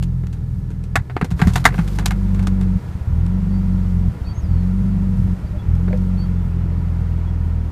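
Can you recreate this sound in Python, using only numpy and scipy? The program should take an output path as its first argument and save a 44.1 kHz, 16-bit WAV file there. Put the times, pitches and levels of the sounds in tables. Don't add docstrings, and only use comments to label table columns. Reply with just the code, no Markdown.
import sys
import numpy as np
from scipy import signal
from scipy.fft import rfft, irfft, next_fast_len
from scipy.io import wavfile
from scipy.ndimage import uniform_filter1d, map_coordinates

SR = 44100
rng = np.random.default_rng(int(sys.argv[2]) if len(sys.argv) > 2 else 0)


def wav_out(sig):
    wavfile.write(sys.argv[1], SR, np.round(np.clip(np.atleast_2d(sig).T, -1, 1) * 32767).astype(np.int16))


def level_to_linear(level):
    exponent = np.asarray(level, float) / 20
    return 10 ** exponent


N = 340011
TIME = np.arange(N) / SR
MEAN_HZ = 44


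def unit(x):
    return x / np.sqrt(np.mean(x ** 2) + 1e-20)


def steady(x):
    return x / np.sqrt(np.abs(uniform_filter1d(x ** 2, size=SR // 4)) + 1e-20)


def curves(rows):
    s, *columns = np.transpose(rows)
    return [np.interp(TIME, s, column) for column in columns]


def ramp(s, length_s):
    return np.clip((TIME - s) / max(length_s, 0.001), 0, 1)


def wobble(rate):
    return map_coordinates(rng.standard_normal(int(N * rate / SR) + 4), [TIME * rate])


def filtered(x, response):
    m = next_fast_len(N + SR // 2)
    return irfft(rfft(x, m) * response(np.fft.rfftfreq(m, 1 / SR)), m)[:N]


def resonant(x, modes):
    def response(f):
        total = 0
        for k, (centre, width, db) in enumerate(modes):
            damping = 1j * f * width
            total = total + (-1) ** k * level_to_linear(db) * damping / (centre * centre - f * f + damping)
        return total
    return filtered(x, response)


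def noise(spectrum):
    hz, db = np.transpose(spectrum)
    colour = lambda f: level_to_linear(np.interp(np.log(f + 1), np.log(hz), db))
    return unit(filtered(rng.standard_normal(N), colour))


def knocks(rows):
    out = np.zeros(N + SR)
    t = np.arange(SR // 5) / SR
    for s, db, hz, t60 in rows:
        fall = level_to_linear(db + 4 - 60 * t / t60) * (1 - np.exp(-t / 0.0028))
        out[round(s * SR):][:len(t)] += fall * np.sin(2 * np.pi * hz * t)
    return out[:N]


def whistle(points):
    hz, db = curves(points)
    edge = np.clip(np.minimum(TIME - points[0][0], points[-1][0] - TIME) / 0.012, 0, 1)
    level = edge * level_to_linear(db + 8 + 0.9 * wobble(60))
    return level * np.sin(2 * np.pi * np.cumsum(hz * (1 + 0.0025 * wobble(90))) / SR)


# t/s, firing rate f/Hz, firing level/dB
IDLE_SPEED = [(0, 44.3, -15.5), (0.1, 42.92, -18), (0.32, 40.3, -22), (0.88, 40.27, -22.5), (1.04, 40, -19),
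              (1.85, 48.96, -18.5), (2.1, 48.85, -16), (2.77, 46.09, -17), (3.5, 47.98, -18.5),
              (4.1, 43.23, -15), (4.9, 48.65, -19), (5.35, 44.89, -17.5), (5.95, 46.72, -17),
              (6.45, 43.24, -18), (7.6, 39.76, -17.5), (7.71, 39.2, -21.5)]
# cut t/s, slowest t/s, relit t/s, sag f/Hz, loss level/dB
FUEL_CUTS = [
    (1.02, 1.37, 1.45, 7.5, -14),
    (2.78, 3.03, 3.14, 11.6, -16),
    (4.095, 4.37, 4.5, 8.6, -16),
    (5.34, 5.57, 5.685, 10, -11),
]


def crank():
    kick_db, kick_s = 3, 0.048
    surge_db, surge_s = 4.5, 0.098
    cut_s, relight_s, recover_s = 0.018, 0.087, 0.2
    rate, boom_db = curves(IDLE_SPEED)
    cut = np.zeros(N)
    for s, slowest, relit, sag_hz, loss_db in FUEL_CUTS:
        recovery = np.exp(-(np.maximum(TIME - slowest, 0) / recover_s) ** 2)
        rate = rate - sag_hz * ramp(s, slowest - s) * recovery
        back = ramp(relit - relight_s, relight_s)
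        off = ramp(s - cut_s / 2, cut_s) - back
        cut = cut + off
        kick = ramp(s - kick_s, kick_s) - ramp(s, cut_s)
        surge = back * np.exp(-(np.maximum(TIME - relit, 0) / surge_s) ** 2)
        boom_db = boom_db + kick_db * kick + loss_db * off + surge_db * surge
    return rate, boom_db, cut


# strength level/dB, lateness in firings
CYLINDERS = [(3, 0.0038), (1, 0.021), (3, -0.0097), (2, 0.013), (3, -0.012), (1.5, 0.033)]
# f/Hz, width f/Hz, level/dB
BOOM_SHUT = [(41.5, 43, -4), (77.7, 18, -0.5), (127.4, 19, -3)]
# f/Hz, width f/Hz, level/dB
BOOM_OPEN = [(42.8, 14.55, 0), (83, 17, 2), (128.8, 16.7, -6)]
# f/Hz, width f/Hz, level/dB
EXHAUST = [(170, 35.8, -1.5), (185.9, 27.9, 1.5)]


def firings(rate, boom_db, cut):
    turns = np.cumsum(rate) / SR
    count = np.arange(int(turns[-1]))
    size_db, late = np.transpose(CYLINDERS)[:, count % 6]
    chance = rng.standard_normal((len(count), 2))
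    weak = np.interp(count, turns, cut)
    due = count + late + (0.015 + 0.14 * weak) * chance[:, 0]
    at = np.interp(due, turns, np.arange(N)).astype(int)
    pulses = np.bincount(at, level_to_linear(size_db + (0.84 + 3.0 * weak) * chance[:, 1]), N)

    opened = ramp(1.97, 0.32)
    boom = (1 - opened) * steady(resonant(pulses, BOOM_SHUT)) + opened * steady(resonant(pulses, BOOM_OPEN))
    boom = filtered(boom, lambda f: 1 / (1 + (f / 165) ** 8) * f ** 4 / (f ** 4 + 30 ** 4))

    ring = steady(resonant(resonant(pulses, EXHAUST), [(173.4, 42.7, 0)]))
    shut_db = -11
    open_db = -7 + 1.64 * (rate - MEAN_HZ) * (1 - cut) + 3 * cut
    ring_db = shut_db + ramp(1.945, 0.61) * (open_db - shut_db)
    return level_to_linear(boom_db) * (boom + level_to_linear(ring_db) * ring)


def through_door(rate, shut_db, open_db, db_per_hz):
    return shut_db + open_db * ramp(1.06, 0.54) + db_per_hz * (rate - MEAN_HZ)


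# f/Hz, level/dB
DRONE = [(130, -33), (225, -1), (247, -12), (280, -5.5), (427, -13), (471, -11.5), (600, -25), (780, -44.5),
         (1320, -120)]
# multiple of the firing rate, level/dB over the drone
HIGHER_ORDERS = [(5, -20), (6, -5.5), (7, -6.5), (8, -10.5), (10, -12), (11, -15), (20, -20)]


def drone(rate, cut):
    turns = np.cumsum(rate) / SR
    upper = 0
    for multiple, db in HIGHER_ORDERS:
        tone = np.cos(2 * np.pi * (round(multiple) * turns + rng.random()))
        upper = upper + level_to_linear(db + 2.1 * wobble(6)) * tone
    level_db = through_door(rate, -45.5, 4.53, 0.18)
    return level_to_linear(level_db + 0.5 * wobble(7.4)) * (noise(DRONE) + (1 - cut) * upper)


# f/Hz, level/dB
CLATTER = [(330, -41), (560, -0.5), (600, -1), (967, -2), (1130, -5.5), (1400, -3.5), (1570, -9.5),
           (1860, -8.5), (6000, -31.5), (7800, -40.5), (13200, -120)]
# f/Hz, width f/Hz, level/dB
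DASH = [(952, 19, 9.5), (1330, 48, 17), (1410, 11, -5), (1910, 78, -22)]


def clatter(rate, rub):
    beat = 1 + 0.066 * np.cos(2 * np.pi * np.cumsum(rate) / SR)
    tin = noise(CLATTER)
    tin = tin + 0.5 * unit(resonant(tin, DASH))
    level_db = through_door(rate, -55, 8.8, 0.09)
    return (level_to_linear(level_db + 0.51 * wobble(8)) + rub) * unit(beat * tin)


# f/Hz, level/dB
HISS = [(2650, -8), (4500, -6.5), (14000, -15), (14700, -16), (15600, -29)]


def hiss(rate, rub):
    level_db = through_door(rate, -62.5, 4.6, 0.21) - 2 * ramp(6.05, 0.44)
    return (level_to_linear(level_db + 0.65 * wobble(3.45)) + rub) * noise(HISS)


# f/Hz, level/dB
BODY_SHAKE = [(18, -37), (36, -5.5), (60, 4), (90, 7), (130, 8.5), (170, -4), (215, -9), (260, -56.5)]


def shake():
    return level_to_linear(-31 + 4.0 * wobble(11)) * noise(BODY_SHAKE)


# t/s, f/Hz, level/dB
PUMP = [(0, 1723, -73), (3, 1677, -67), (3.4, 1708, -80)]


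def pump():
    return whistle(PUMP)


# t/s, peak level/dB, bright level/dB, thud level/dB, die-away t/s
FINGERS = [(0.026, -32, 5, -4, 0.094), (0.236, -34, -16, -1.5, .066), (0.269, -33.5, -1, -19, 0.028),
           (0.328, -37, -1.5, -12, 0.16), (0.704, -39, -6, 0, 0.17), (0.838, -42, 4, 1, 0.11)]
PAWL = [(0.956, -2, -11.5, -20.5, 0.078), (1.098, -21, -25, -9, 0.069), (1.166, -12, -24, -9.5, .06),
        (1.213, -10.5, -20.5, -5.5, 0.077), (1.245, -24.5, -2.5, 3.5, 0.079), (1.305, -34.5, -1, -15, .1),
        (1.312, -25, -4.5, -11, 0.076), (1.379, -49, 2, -26, 0.046), (1.393, -18, -15, -4, 0.24),
        (1.416, -7, -15.5, -24, 0.074), (1.472, -16.5, -4, -15, 0.098), (1.497, -30.5, -3, -13, 0.11),
        (1.535, -35.5, 11, -30, 0.1), (1.557, -9.5, -5, -17, 0.098), (1.58, -31.5, 2, -17, 0.049),
        (1.642, -20, -2.5, -20, 0.16), (1.653, 5.5, -8.5, -16, 0.077), (1.723, -27.5, -30, -3, 0.13),
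        (1.742, -21.5, -26, -8, .061), (1.78, -21, -18, -15.5, 0.084), (1.788, -18, -16.5, -20, 0.097),
        (1.877, -27.5, -2, -20, .07)]
STRAP = [(1.987, -16.5, -7, -9, 0.13), (2.058, -13, 3.5, -24, 0.085), (2.108, -11.5, -11.5, -38, 0.071),
         (2.346, -30, -6.5, -14, 0.092), (2.393, -25, -11.5, -14, 0.096), (2.427, -32.5, -2, -17, 0.073),
         (2.47, -21, -3.5, -7, 0.074), (2.611, -28.5, -5.5, -6.5, 0.1), (3.264, -28.5, -4, -14, 0.02)]
SEAT = [(5.88, -26, -28, 4, 0.087), (5.929, -20.5, -25, -2, 0.073), (5.974, -46, 6.5, -10, .03),
        (5.752, -39, -3, -20, .04)]
# f/Hz, level/dB
PANEL = [(400, -52), (680, -1.5), (1040, 1.5), (1810, -6.5), (2070, -8.5), (2670, -8.5), (3030, -16.5),
         (3720, -17.5), (4500, -19), (5850, -43), (9900, -120)]
# f/Hz, width f/Hz, level/dB
PANEL_MODES = [(730, 79, -4.5), (957, 52, 0), (1183, 28, -9.5), (1371, 46, 2), (1575, 190, -5.5),
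               (2005, 21, 1), (2070, 77, -3), (2257, 140, -0.5), (2535, 21, -4.5), (2550, 28, -6)]
# f/Hz, level/dB
SNAP = [(1470, -24.5), (2500, -5.5), (3030, -8), (3700, -5.5), (4950, -10.5), (6990, -9.5), (13700, -21),
        (15600, -35)]
# f/Hz, level/dB
STEEL = [(900, -41.5), (1400, -1), (1600, 3.5), (1800, -1), (2000, 2), (2400, -10.5), (3200, -39)]
# f/Hz, level/dB, die-away t/s
LATCH = [(3460, 3, 0.04), (6930, 1, 0.055), (7348, -15, 0.04), (8800, -27, 0.05)]


def contacts():
    dull = noise(PANEL)
    dull = unit(0.87 * dull + unit(resonant(dull, PANEL_MODES)))
    bright = noise(SNAP)
    low = noise([(200, -47), (260, 6), (330, -3.5), (420, 3), (520, -9.0), (600, -15.5), (700, -58)])
    steel = noise(STEEL)
    ragged_db = 2.2 * wobble(260)
    out = np.zeros(N + SR)
    t = np.arange(SR // 5) / SR
    for s, db, bright_db, thud_db, t60 in FINGERS + PAWL + STRAP + SEAT:
        now = slice(round(s * SR), round(s * SR) + len(t))
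        ring = 0
        for hz, level, decay in LATCH:
            ring = ring + level_to_linear(level + rng.normal(0, 1.4) - 60 * t / decay) * np.sin(2 * np.pi * hz * t)
        tail = level_to_linear(-60 * t / max(t60, 0.01))
        fall = tail * (1 + 0.9 * level_to_linear(-60 * t / 0.014))
        crack = 2.2 * level_to_linear(-60 * t / 0.005) + tail ** 1.2
        body = dull[now] + level_to_linear(thud_db + 6) * low[now] + level_to_linear(-2.5 + 0.48 * db) * steel[now]
        rattle = fall * body + level_to_linear(bright_db) * crack * bright[now]
        rattle = level_to_linear(ragged_db[now] * np.minimum(t / 0.0043, 1)) * rattle
        rise = 1 - np.exp(-t / 0.0004)
        out[now] += level_to_linear(db - 10) * rise * (rattle + level_to_linear(-23.5 + 1.0 * db) * ring)
    return out[:N]


# t/s, peak level/dB, f/Hz, die-away t/s
DOOR_THUDS = [(0.972, -22, 98.5, 0.13), (1.432, -16, 95, 0.047), (1.471, -2, 109.4, .05),
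              (1.225, -3, 170, 0.043), (1.313, -15.5, 170, 0.2), (1.421, -1, 166, 0.063),
              (1.47, 0.5, 181, 0.074), (1.788, -5, 168, 0.095), (2.475, -18.5, 184, 0.14)]


def door_skin():
    return knocks(DOOR_THUDS)


# t/s, peak level/dB, f/Hz, die-away t/s
LONE_FIRINGS = [(1.155, -14, 90, .06), (1.22, -13, 55, .07), (1.32, -14, 106, 0.12),
                (1.335, -13.5, 62.2, 0.16), (2.889, -14, 75, 0.058), (2.952, -10, 94.36, 0.047),
                (3.01, -12.5, 73, 0.068), (3.073, -10, 75, .08), (4.216, -8.5, 69, 0.057),
                (4.276, -15, 69, .07), (4.308, -13.5, 75.4, 0.092), (4.378, -9.5, 70.5, 0.066),
                (4.436, -10.5, 73.84, 0.065), (5.443, -15.5, 70, .06), (5.508, -11.5, 73, 0.055),
                (5.571, -10, 72, 0.073), (5.625, -13, 70, 0.056)]


def lone_firings():
    return -knocks(LONE_FIRINGS)


# t/s, length t/s, clatter level/dB, hiss level/dB
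SEAL_RUBS = [
    (1.36, .24, -58.5, -51.5),
    (1.722, 0.24, -81, -55),
]


def seal_rub():
    edge_s = 0.03
    rub = 0
    for s, span, *db in SEAL_RUBS:
        rub = rub + np.outer(level_to_linear(db), ramp(s, edge_s) - ramp(s + span, edge_s))
    return rub * level_to_linear(2.5 * wobble(23.93) + 2.5 * wobble(220))


# t/s, length t/s, first f/Hz, last f/Hz, level/dB
BIRD_NOTES = [(3.49, .12, 4350, 4650, -64), (4.24, .098, 4300, 4590, -52), (4.232, .04, 3850, 3800, -66),
              (5.575, .055, 3430, 3385, -58), (5.74, .03, 3300, 3300, -62), (6.168, .095, 4340, 4540, -51),
              (6.195, .08, 3210, 3225, -65), (7.26, .05, 3320, 3340, -59), (4.26, .03, 2520, 2520, -57),
              (4.27, .065, 3250, 3250, -65), (5.46, .03, 4630, 4630, -60), (5.431, .034, 612, 612, -48),
              (5.527, .057, 597, 597, -45), (6.32, .15, 3500, 3500, -69), (6.501, .042, 2590, 2590, -63)]
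# t/s, f/Hz, level/dB
BIRD_CALL = [(4.33, 6400, -72), (4.36, 6350, -60), (4.4, 6630, -56), (4.415, 5800, -71), (4.445, 4930, -63),
             (4.48, 4650, -71), (4.52, 4540, -70), (4.61, 4320, -68), (4.65, 4150, -69)]


def birds():
    out = whistle(BIRD_CALL)
    for s, span, hz, last_hz, db in BIRD_NOTES:
        peak = (s + 0.43 * span, hz + 0.9 * (last_hz - hz), db)
        out += whistle([(s, hz, db - 12.5), peak, (s + span, last_hz, db - 7.5)])
    return out


# t/s, peak level/dB, f/Hz, die-away t/s
SEAT_FRAME = [(5.904, -31, 370, 0.079), (5.905, -30, 605, 0.077), (5.931, -23, 500, 0.11),
              (5.931, -30.5, 600, 0.13)]


def seat_frame():
    return knocks(SEAT_FRAME)


def scene():
    rate, boom_db, cut = crank()
    clatter_rub, hiss_rub = seal_rub()
    engine = firings(rate, boom_db, cut) + drone(rate, cut) + shake() + lone_firings()
    engine = engine + clatter(rate, clatter_rub) + hiss(rate, hiss_rub)
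    door_and_seat = contacts() + door_skin() + seat_frame()
    return (engine + door_and_seat + pump() + birds())[None]


def top_cut(x):
    return signal.sosfilt(signal.butter(12, 15800, fs=SR, output="sos"), x)


def record(dry):
    band_limit = lambda f: 1 / (1 + (f / 15400) ** 60)
    mix = np.clip(filtered(dry[0], band_limit)[None], -1, 1)
    return top_cut(mix)


dry = scene()
out = record(dry)
wav_out(out)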